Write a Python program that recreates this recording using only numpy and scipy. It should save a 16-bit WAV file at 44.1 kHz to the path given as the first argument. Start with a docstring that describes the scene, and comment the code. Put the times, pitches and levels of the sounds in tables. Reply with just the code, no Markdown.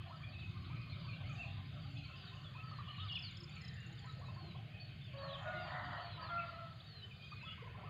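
"""A village morning heard from a field, over an engine that slowly gains speed, a low rumble and far-off birds.
A hen-like bird starts clucking at once; small birds, muffled coos and sliding chick peeps soon join in.
Near three seconds come fast trills and a run of insect ticks; after five, two roosters crow over each other.
Bird notes are bending near-sine tones, crows are harmonics through a moving throat, and the engine is a stack
of tones. Rumble, rasp and air are shaped noise, and a fading smear of noise makes the echo."""
import sys
import numpy as np
from scipy import signal
from scipy.fft import rfft, irfft, next_fast_len
from scipy.io import wavfile

SR = 44100
rng = np.random.default_rng(int(sys.argv[2]) if len(sys.argv) > 2 else 0)


def log_audio(samples):
    """Write samples as a 16-bit WAV file to the path given in sys.argv[1]."""
    # one column per channel
    frames = np.atleast_2d(samples).T
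    # limit to full scale, then quantise
    limited = np.clip(frames, -1, 1)
    pcm = np.round(limited * 32767).astype(np.int16)
    wavfile.write(sys.argv[1], SR, pcm)


def level_to_linear(level):
    """Convert decibel levels to linear amplitude factors, elementwise."""
    exponent = np.asarray(level, float) / 20
    return 10 ** exponent


N = 347949
T = np.arange(N) / SR  # time of every sample in seconds

# Levels in the tables are those before any flutter, filtering or mixing.
# Strength of the rumble by pitch. Each row: frequency in Hz, relative level in dB per Hz.
RUMBLE_SHAPE = [(28, -30.5), (45, -15.5), (70, -7.5), (100, 2.5), (150, 0.5), (190, -10.5), (260, -22.5),
                (400, -30.5)]
# Rise and fall of the rumble. Each row: time in seconds, level in dB.
RUMBLE_LEVEL = [(0, -51.5), (.6, -46.5), (1.6, -47.5), (2.5, -52), (3.1, -49.5), (3.5, -51), (4.3, -49.5),
                (5.05, -51.5), (6.2, -51.5), (6.9, -56.5), (7.5, -52), (7.89, -51)]
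# Strength of the village blur by pitch. Each row: frequency in Hz, relative level in dB per Hz.
AIR_SHAPE = [(270, -5.5), (450, 4), (620, -6), (950, -6.5), (1250, 4.5), (2200, 4.5), (3000, 7.5),
             (4500, -6), (5000, -21)]
AIR_DB = -62.5
# Far engine. Each row: time in seconds, firing rate in Hz, level in dB, brightness in dB per multiple.
ENGINE_COURSE = [(0, 46.46, -61.5, -1.5), (2.002, 51.4, -63, -2), (3.998, 55.21, -67.5, -3.5),
                 (6.002, 58.73, -68.5, -1.5), (7.89, 60.8, -68.5, -3)]
# Tones of the engine. Each row: multiple of the firing rate, added level in dB.
ENGINE_TONES = [(4, -13.5), (7 / 3, -7.5), (2, 2.5), (10 / 3, -0.5), (5.5, -3.5), (5, -12), (7.5, -5)]

# Rise and fall of three distant flocks. Each row: time in seconds, level in dB.
FAR_FOWL_LEVEL = [(0, -59.5), (.6, -72), (1.3, -61.5), (2.4, -66), (2.7, -66.5), (3.5, -74), (4.3, -63),
                  (5.05, -70), (5.5, -50), (6.2, -61), (6.9, -70.5), (7.6, -71.5), (7.89, -55.5)]
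FAR_CALLS_LEVEL = [(0, -66), (1.2, -63.5), (2.4, -65), (3.1, -67), (3.6, -71.5), (5.05, -90), (5.5, -59),
                   (6.2, -57.5), (6.9, -70), (7.5, -82), (7.89, -59)]
FAR_BIRDS_LEVEL = [(0, -66.5), (1.2, -59.5), (1.5, -65), (2.4, -59.5), (2.6, -69.5), (3.1, -54),
                   (4.3, -71.5), (5.5, -59.5), (6.2, -60), (6.9, -74), (7.5, -63.5), (7.89, -88)]
# Far insects, with a brief rustling hiss near 1.3 s. Each row: time in seconds, level in dB.
FAR_HIGH_LEVEL = [(0, -90), (1.26, -90.5), (1.34, -74.5), (1.5, -91), (2.4, -84), (2.6, -90), (3.6, -85),
                  (5.05, -93), (5.5, -84), (6.2, -92.5), (7.5, -88.5), (7.89, -95)]

# Low muffled coos, perhaps doves. Each row: start in seconds, length in seconds, pitch in Hz, level in dB.
COO_NOTES = [(0.61, 0.21, 297, -66), (3.353, 0.14, 336, -70.5), (3.84, 0.13, 334, -68.5),
             (4.294, 0.27, 339.5, -67), (5.502, 0.18, 349, -66.5), (5.804, 0.15, 279, -67.5),
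             (7.603, 0.084, 439, -67), (7.795, 0.083, 420, -65.5)]
# Small birds' gliding or held notes, and two low notes near 1000 Hz, perhaps another rooster.
# Each row: start in seconds, length in seconds, start pitch in Hz, end pitch in Hz, level in dB.
GLIDE_NOTES = [(.227, 0.071, 2400, 2385, -58), (0.237, 0.029, 3340, 3300, -59.5),
               (0.316, 0.17, 2610, 2550, -61), (0.413, .03, 3300, 2730, -64),
               (0.681, 0.06, 2160, 2490, -64.5), (0.752, 0.22, 2480, 2390, -65),
               (1.08, 0.075, 2580, 2310, -56), (1.234, 0.063, 2042, 2320, -62.5),
               (1.284, .086, 2520, 2420, -58.5), (1.977, .042, 2830, 2840, -61),
               (2.268, .054, 3900, 3650, -61.5), (2.442, 0.043, 3700, 3300, -59),
               (2.533, 0.091, 2380, 2730, -62.5), (2.95, .11, 2880, 3015, -60.5),
               (2.981, 0.033, 2500, 3660, -56), (2.997, 0.044, 3760, 3640, -57),
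               (3.083, 0.027, 3700, 2940, -50.5), (3.095, 0.044, 2840, 2927, -47),
               (3.152, 0.028, 3070, 2400, -45), (3.762, 0.12, 2770, 2760, -61.5),
               (3.979, .022, 3830, 3300, -64), (4.253, 0.078, 2480, 2710, -67),
               (4.555, 0.029, 3400, 3280, -61), (4.713, 0.13, 2530, 2520, -64),
               (4.088, .03, 4000, 3800, -61), (5.011, 0.057, 3580, 3530, -63),
               (5.071, .055, 3480, 2750, -64.5), (5.655, .08, 980, 1002, -56), (6.17, 0.08, 1016, 970, -57),
               (3.603, 0.088, 2053, 1977, -65.5), (3.691, 0.082, 1955, 1550, -68),
               (5.182, .016, 4100, 3620, -58.5), (5.282, 0.012, 3450, 4000, -58),
               (5.293, 0.023, 3720, 3200, -56), (5.327, .019, 3940, 3280, -54),
               (5.339, 0.025, 3790, 2980, -54), (5.474, 0.018, 3760, 3800, -57.5),
               (5.531, 0.079, 2070, 2090, -61.5), (5.557, 0.11, 2850, 2710, -61.5),
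               (6.094, 0.038, 3350, 3310, -61.5), (6.277, 0.042, 3800, 3020, -61.5),
               (6.37, 0.079, 2433, 2225, -62), (6.377, 0.032, 2620, 2593, -50),
               (6.8, 0.016, 3250, 4080, -61), (7.019, 0.037, 3080, 2900, -59),
               (7.107, 0.024, 2480, 2450, -58.5), (7.188, .11, 2420, 2453, -61),
               (7.219, 0.04, 3135, 3190, -60), (7.308, 0.095, 2470, 2500, -61.5),
               (7.409, .049, 2520, 2630, -53.5), (7.447, 0.06, 3500, 3400, -54),
               (7.457, .046, 3520, 2610, -56), (7.501, 0.041, 2820, 3180, -55)]
# Small birds' arched chirps.
# Each row: start in seconds, length in seconds, top pitch in Hz, depth as a share of the top, level in dB.
BIRD_ARCHES = [(.315, 0.055, 3920, 0.098, -67), (.383, 0.027, 3900, .15, -59.5),
               (.894, .045, 4170, 0.053, -60.5), (.925, 0.045, 3850, .18, -62),
               (1.129, 0.026, 2790, 0.063, -55), (1.373, 0.076, 2685, 0.066, -54),
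               (1.433, .03, 2750, 0.11, -54), (1.944, 0.12, 2569, 0.057, -61.5),
               (2.03, 0.041, 4370, 0.11, -64.5), (2.079, 0.091, 2690, 0.032, -63),
               (2.877, 0.04, 2924, .05, -53), (2.88, 0.03, 3240, 0.08, -60),
               (3.125, 0.063, 3400, 0.067, -52.5), (6.84, 0.044, 3820, 0.057, -66)]
ARCH_LEAN = 1.2  # the end drops this many times as deep as the start

# Insect ticks: evenly spaced at first, then later, lower and fainter towards the last one
TICK_START_S, TICK_GAP_S, TICK_COUNT, TICK_HZ, TICK_DB = 3.309, .0615, 17, 7060, -60.5
TIRE_S, TIRE_HZ, TIRE_DB, TIRE_POWER = .0516, -230, -12, 6  # change by the last tick; how late it sets in
OFFBEAT_TICK_S, OFFBEAT_TICK_DB = 0.025, -11  # delay and relative level of a fainter tick between the main ones

# Trill bursts. Each row: start in seconds, number of notes, level in dB.
TRILL_BURSTS = [(3.116, 4, -50), (3.364, 3, -48), (3.607, 3, -50.5)]
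# One falling trill note: length in seconds, start pitch in Hz, middle pitch in Hz, end pitch in Hz.
TRILL_SHAPE = (0.021, 5550, 5100, 4600)
TRILL_GAP_S, TRILL_START_DB = .0339, -5  # start to start; the first note is softer, each next by half as much

# Chicks' peeps. Each row: start in seconds, length in seconds, top pitch in Hz, end pitch in Hz, level in dB.
CHICK_PEEPS = [(1.009, 0.18, 4840, 3830, -67), (1.37, 0.13, 4830, 4130, -72),
               (1.851, 0.19, 4730, 3960, -72), (2.184, 0.13, 5040, 4030, -70),
               (2.645, 0.19, 4700, 3850, -66.5), (3.049, .124, 4950, 4100, -71),
               (3.248, .045, 4540, 4070, -54.5), (3.516, .2, 4630, 3800, -67),
               (3.739, 0.085, 4900, 4730, -79), (3.98, 0.12, 4830, 3780, -70.5),
               (4.264, 0.043, 3990, 3600, -67), (4.357, 0.2, 4610, 3740, -65.5),
               (4.812, .05, 4520, 4300, -62), (5.182, 0.17, 4610, 3750, -62), (5.61, .11, 4820, 4300, -65),
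               (6.021, 0.17, 4550, 3802, -62.5), (6.225, .06, 4670, 3980, -59),
               (6.483, 0.094, 4700, 3850, -69.5), (6.876, 0.18, 4540, 3700, -61.5),
               (7.27, 0.17, 4860, 3870, -69)]
HOOK_S, HOOK_FROM, HOOK_DB = .015, .95, -1  # lead time, start pitch as a share of the top, relative level
PEEP_BOW = 1.008  # middle pitch compared with a straight fall

# Openings of the low bird's phrases. Each row: start in seconds, held length in seconds, level in dB.
HEN_STARTS = [(0.098, .039, -59), (0.698, 0.035, -61), (2.549, 0.12, -57), (4.043, 0.053, -60),
              (7.427, 0.099, -62), (7.829, 0.035, -58.5)]
# The rising pip: length in seconds, start pitch in Hz, middle pitch in Hz, end pitch in Hz.
HEN_PIP_SHAPE = (.025, 920, 1000, 1150)
# The held note: start pitch in Hz, middle pitch in Hz, end pitch in Hz.
HEN_HELD_SHAPE = (1287, 1290, 1260)
# Low bird's arched clucks. 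Each row: start in seconds, length in seconds, top pitch in Hz, level in dB.
HEN_CLUCKS = [(.005, 0.016, 1220, -60.5), (.2, .045, 1245, -65), (.87, 0.033, 1214, -65),
              (1.045, 0.024, 1035, -63), (1.2, 0.03, 1140, -65), (2.712, 0.032, 1306, -54.5),
              (2.785, 0.029, 1238, -52.5), (2.872, 0.052, 1240, -56.5), (2.975, 0.11, 1290, -57.5),
              (4.212, .04, 1166, -60), (4.282, .03, 1086, -57.5), (4.36, .045, 1090, -60),
              (4.46, 0.037, 1083, -68), (4.545, 0.023, 1110, -61), (7.318, 0.02, 1252, -55.5),
              (7.575, 0.05, 1150, -63), (7.635, 0.049, 1085, -58.5), (7.745, 0.018, 1060, -57)]
# Cluck ends: start pitch and end pitch, both as shares of the top.
CLUCK_ENDS = (.8, .84)

# Two roosters' syllables. Each row: start in seconds, length in seconds, starting pitch in Hz, starting level
# in dB, level change in dB per second, throat resonance at the start in Hz.
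FIRST_ROOSTER = [(5.13, 0.25, 549.7, -54.5, 8, 806), (5.45, 0.23, 730.8, -45, -25, 1200),
                 (5.71, .46, 729, -53.5, -20.5, 900), (6.29, 0.45, 698.5, -44, -30, 1400)]
SECOND_ROOSTER = [(5.22, 0.15, 637, -55.5, -6, 780), (5.44, .19, 630.4, -46, -41.5, 700),
                  (5.72, 0.3, 640.5, -56.5, -14.5, 920), (6.18, 0.5, 627, -56.5, -10, 1295)]
# Hoarse part of the crowing. Each row: time in seconds, level in dB, base pitch in Hz.
CROW_RASP = [(5.1, -100, 1202), (5.16, -59.5, 1202), (5.401, -58, 1250), (5.48, -56, 1245),
             (5.56, -63.5, 1260), (5.781, -48.5, 1324), (5.971, -52.5, 1290), (6.099, -65.5, 1285),
             (6.221, -55.5, 1205), (6.4, -63, 1231), (6.75, -72, 1278)]
CROW_ATTACK_S, CROW_RELEASE_S = 0.018, .06
THROAT_Q, THROAT_FALL_OCT_PER_S, SOURCE_DB_PER_HARMONIC = 1.68, 1.28, -1
BEAK_TOP_HZ = 1850  # harmonics above this fade steeply

ECHO_T60_S, ECHO_DB = 0.52, -3  # time to fade by 60 dB; level of the near calls sent to the echo
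LEAVES_HZ = 3240  # foliage soaks up the near calls' echo above this
HISS_DB = -86


def level(x, db):
    """Scale a sound to a chosen average (rms) level."""
    return x * level_to_linear(db) / np.sqrt(np.mean(x ** 2))


def coloured(shape):
    """Noise of rms 1 with a spectrum of (Hz, dB) points and next to nothing beyond them."""
    hz, db = np.transpose(shape)
    size = next_fast_len(N)
    bins = np.arange(size // 2 + 1) * SR / size + 1  # 1 Hz up, so the logarithm works
    gain = level_to_linear(np.interp(np.log(bins), np.log(hz), db, left=-90, right=-90))
    return level(irfft(rfft(rng.standard_normal(size)) * gain, size)[:N], 0)


def walk(rate):
    """Random wander through about rate new values a second, with a spread near 1."""
    knots = rng.standard_normal(int(N / SR * 400))
    return 1.2 * np.interp(T * min(rate, 390), np.arange(len(knots)), knots)


def swell(curve):
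    """Loudness factor over time from (s, dB) points."""
    return level_to_linear(np.interp(T, *np.transpose(curve)))


def rumble():
    """Low noise with a slowly changing level and a slight waver."""
    return swell(RUMBLE_LEVEL) * coloured(RUMBLE_SHAPE) * level_to_linear(0.52 * walk(9))


def air():
    """The blur of the whole village: quarter-octave noise bands that come and go on their own."""
    hz, db = np.transpose(AIR_SHAPE)
    out = 0
    for centre in 270 * 2 ** np.arange(0, 4.3, .25):
        band = coloured([(centre / 1.25, -20), (centre, 0), (min(centre * 1.25, 5300), -20)])
        # a higher band is wider, so it holds more power
        share_db = np.interp(np.log(centre), np.log(hz), db) + 10 * np.log10(centre)
        out = out + band * level_to_linear(share_db + 3 * walk(4) + 1.5 * walk(14))
    return level(out, AIR_DB)


def engine():
    """Tones at multiples of the firing rate; each fades in and out as the air between shifts."""
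    s, *columns = np.transpose(ENGINE_COURSE)
    hz, db, tilt_db = (np.interp(T, s, c) for c in columns)
    phase = 2 * np.pi * np.cumsum(hz * (1 + 0.00795 * walk(5))) / SR
    out = np.zeros(N)
    for k, own_db in ENGINE_TONES:
        tone_db = db + own_db + tilt_db * k + 5.26 * walk(6)
        out += level_to_linear(tone_db) * np.sqrt(2) * np.sin(k * phase + k)
    return out


def whistles(notes, edge, flutter_db, warble):
    """Near-sine notes: pitch bends through three points and warbles, level swells and flutters."""
    out = np.zeros(N + SR)
    flutter = level_to_linear(flutter_db * walk(70))
    waver = np.pad(1 + warble * walk(170), (0, SR), "edge")
    for s, length, *hz, db in notes:
        u = np.linspace(0, 1, max(int(length * SR), 8))  # progress through the note
        i = max(int(s * SR), 0)
        pitch = np.polyval(np.polyfit([0, .5, 1], hz, deg=2), u) * waver[i:i + len(u)]
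        fade = np.sin(np.pi / 2 * np.clip(np.minimum(u, 1 - u) / edge, 0, 1)) ** 2
        out[i:i + len(u)] += np.sqrt(2) * level_to_linear(db) * fade * np.sin(2 * np.pi * np.cumsum(pitch) / SR)
    return out[:N] * flutter


def arched(rows, feet):
    """Notes that climb to their top pitch and drop again."""
    return [(s, length, feet[0] * hz, hz, feet[1] * hz, db) for s, length, hz, db in rows]


def chorus(lo_hz, hi_hz, length, bend, warble, count):
    """Many distant callers: short notes of random time, length, pitch, bend and strength, at rms 1."""
    s, place, span, rise, fall, strength = rng.random((count, 6)).T
    hz = lo_hz * (hi_hz / lo_hz) ** place
    start_hz, end_hz = hz * (1 + bend * (rise - .3)), hz * (1 - bend * fall)
    notes = np.transpose([s * N / SR, length * (.3 + span), start_hz, hz, end_hz, 8 * strength])
    return level(whistles(notes, 0.27, 2.5, warble), 0)


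def distant_layers():
    """Far flocks as crowds of short notes; far insects and a brief rustling hiss as notes over noise."""
    far = swell(FAR_FOWL_LEVEL) * chorus(582.2, 781.5, .07, 0.066, 0.0738, count=400)
    far = far + swell(FAR_CALLS_LEVEL) * chorus(998.4, 1453, .04, 0.078, 0.032, count=300)
    far = far + swell(FAR_BIRDS_LEVEL) * chorus(2200, 4700, 0.0301, 0.1605, 0.014, count=700)
    far = far + level_to_linear(-74) * chorus(4200, 4900, .012, .05, 0.012, count=900)
    high_noise = coloured([(5400, 1.0), (6400, 4), (7100, 6.5), (7280, 0.5), (8600, -6.5)]) * level_to_linear(1.3 * walk(25))
    high_notes = chorus(6150, 7150, 0.017, 0.023, 0.012, count=300)
    return far + swell(FAR_HIGH_LEVEL) * (high_noise + 1.05 * high_notes)


def coos():
    """Low notes around a steady pitch, softly edged, with strong warble and flutter."""
    return whistles([(s, length, hz, hz, hz, db) for s, length, hz, db in COO_NOTES], 0.34, 4.7, 0.08)


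def chatter():
    """Small birds' notes that glide, hold or arch, and two low notes, perhaps another rooster."""
    glides = [(s, length, a, (a + b) / 2, b, db) for s, length, a, b, db in GLIDE_NOTES]
    arches = [(s, length, hz * (1 - depth), hz, hz * (1 - ARCH_LEAN * depth), db)
              for s, length, hz, depth, db in BIRD_ARCHES]
    return whistles(glides + arches, 0.14, 2.74, .02)


def insect():
    """Each tick rings the body for a few milliseconds; fainter ticks fall between the main ones."""
    out = np.zeros(N)
    t = np.arange(int(.05 * SR)) / SR
    for k in range(TICK_COUNT):
        tired = (k / (TICK_COUNT - 1)) ** TIRE_POWER
        i = int((TICK_START_S + k * TICK_GAP_S + TIRE_S * tired) * SR)
        hz = TICK_HZ + TIRE_HZ * tired + 50 * rng.standard_normal()
        envelope = (1 - np.exp(-t / 0.0013)) * np.exp(-t / 0.0058)
        bent_time = t - .00015 * (1 - np.exp(-t / .0015))  # the pitch snaps up at the start
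        out[i:i + len(t)] += level_to_linear(TICK_DB + TIRE_DB * tired) * envelope * np.sin(2 * np.pi * hz * bent_time)
    late = int(OFFBEAT_TICK_S * SR)
    return out + level_to_linear(OFFBEAT_TICK_DB) * np.pad(out, (late, 0))[:N]


def trill():
    """Evenly spaced falling notes that grow within each burst."""
    notes = [(s + k * TRILL_GAP_S, *TRILL_SHAPE, db + TRILL_START_DB / 2 ** k)
             for s, count, db in TRILL_BURSTS for k in range(round(count))]
    return whistles(notes, 0.83, .3, 0)


def chicks():
    """Each peep hooks up to its top and slides down."""
    hooks = [(s - HOOK_S, 1.4 * HOOK_S, HOOK_FROM * top, .99 * top, top, db + HOOK_DB)
             for s, _, top, _, db in CHICK_PEEPS]
    falls = [(s, length, top, PEEP_BOW * (top + end) / 2, end, db) for s, length, top, end, db in CHICK_PEEPS]
    return whistles(hooks + falls, 0.12, 2.2, .005)


def hen():
    """The low bird's near-sine phrase: rising pips, each leading to a held note, and arched clucks."""
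    pips = [(s, *HEN_PIP_SHAPE, db) for s, _, db in HEN_STARTS]
    held = [(s + HEN_PIP_SHAPE[0], length, *HEN_HELD_SHAPE, db) for s, length, db in HEN_STARTS]
    return whistles(pips + held + arched(HEN_CLUCKS, CLUCK_ENDS), 0.09, 2.2, 0.018)


def hoarse():
    """Breath rasping through the crowing throats: two wavering resonances of noise."""
    s, db, hz = np.transpose(CROW_RASP)
    phase = 2 * np.pi * np.cumsum(np.interp(T, s, hz)) / SR
    # multiplying slow noise by a tone moves it up around that tone
    low = coloured([(5, -5.0), (120, -5.5), (300, -9.0), (600, -20.0)]) * np.sin(.9 * phase)
    high = level_to_linear(-3.0) * coloured([(5, -2.5), (90, 1.5), (250, -13.5), (500, -36)]) * np.sin(1.42 * phase)
    return (low + high) * level_to_linear(np.interp(T, s, db, left=-120, right=-120) + 2.6 * walk(16))


def crow(syllables, pitch_per_db, jitter, shimmer_db):
    """Three shaky harmonics, pitch following effort, in a throat resonance that sinks as the beak closes."""
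    out = np.zeros(N)
    for s, length, hz, db, change_db, throat_hz in syllables:
        t = np.clip(T - s, 0, length)
        gate = np.clip(np.minimum(t / CROW_ATTACK_S, (length - t) / CROW_RELEASE_S), 0, 1)
        pitch = hz * (1 + pitch_per_db * change_db * t)
        throat = throat_hz * 2 ** (-THROAT_FALL_OCT_PER_S * t)
        phase = 2 * np.pi * np.cumsum(pitch * (1 + jitter * walk(90))) / SR
        for k in range(1, 4):
            ring = 1 / np.hypot(1, THROAT_Q * (k * pitch / throat - throat / (k * pitch)))
            ring = ring / (1 + (k * pitch / BEAK_TOP_HZ) ** 10)
            shimmer = shimmer_db * (walk(45) + walk(11))
            own_db = db + change_db * t + SOURCE_DB_PER_HARMONIC * (k - 1) + shimmer
            out += gate * ring * level_to_linear(own_db) * np.sqrt(2) * np.sin(k * phase)
    return out


def roosters():
    """Two voices crowing over each other, with their shared rasp."""
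    return crow(FIRST_ROOSTER, .005, .011, 2.2) + crow(SECOND_ROOSTER, .003, .022, 2.5) + hoarse()


def echo(x):
    """Trees and walls return a dense, fading smear."""
    t = np.arange(int(.8 * SR)) / SR
    fade = np.exp(-np.log(1000) * t / ECHO_T60_S) * np.clip(t / 0.012, 0, 1)
    tail = rng.standard_normal(len(t)) * fade
    return signal.fftconvolve(x, tail / np.sqrt(np.sum(tail ** 2)))[:N]


def scene():
    """All calls with their echo, over the rumble, the air and the engine."""
    far = distant_layers()
    near = coos() + chatter() + roosters()
    close = insect() + trill() + chicks()
    fowl = hen()
    dull = signal.sosfilt(signal.butter(2, LEAVES_HZ, fs=SR, output="sos"), near)
    # each group has its own share of echo
    wet = echo(level_to_linear(ECHO_DB) * dull + level_to_linear(-8.5) * fowl + 0.15 * close + 0.44 * far)
    background = rumble() + air() + engine()
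    return (near + fowl + close + 0.54 * far + wet + background)[None]


def top_cut(x):
    """Nothing passes above the cut-off."""
    return signal.sosfilt(signal.butter(12, 15480, fs=SR, output="sos"), x)


def record(dry):
    """Adds the steady noise of the microphone and returns the finished mix."""
    mix = dry + level_to_linear(HISS_DB) * rng.standard_normal(dry.shape)
    return top_cut(mix)


dry = scene()
out = record(dry)
log_audio(out)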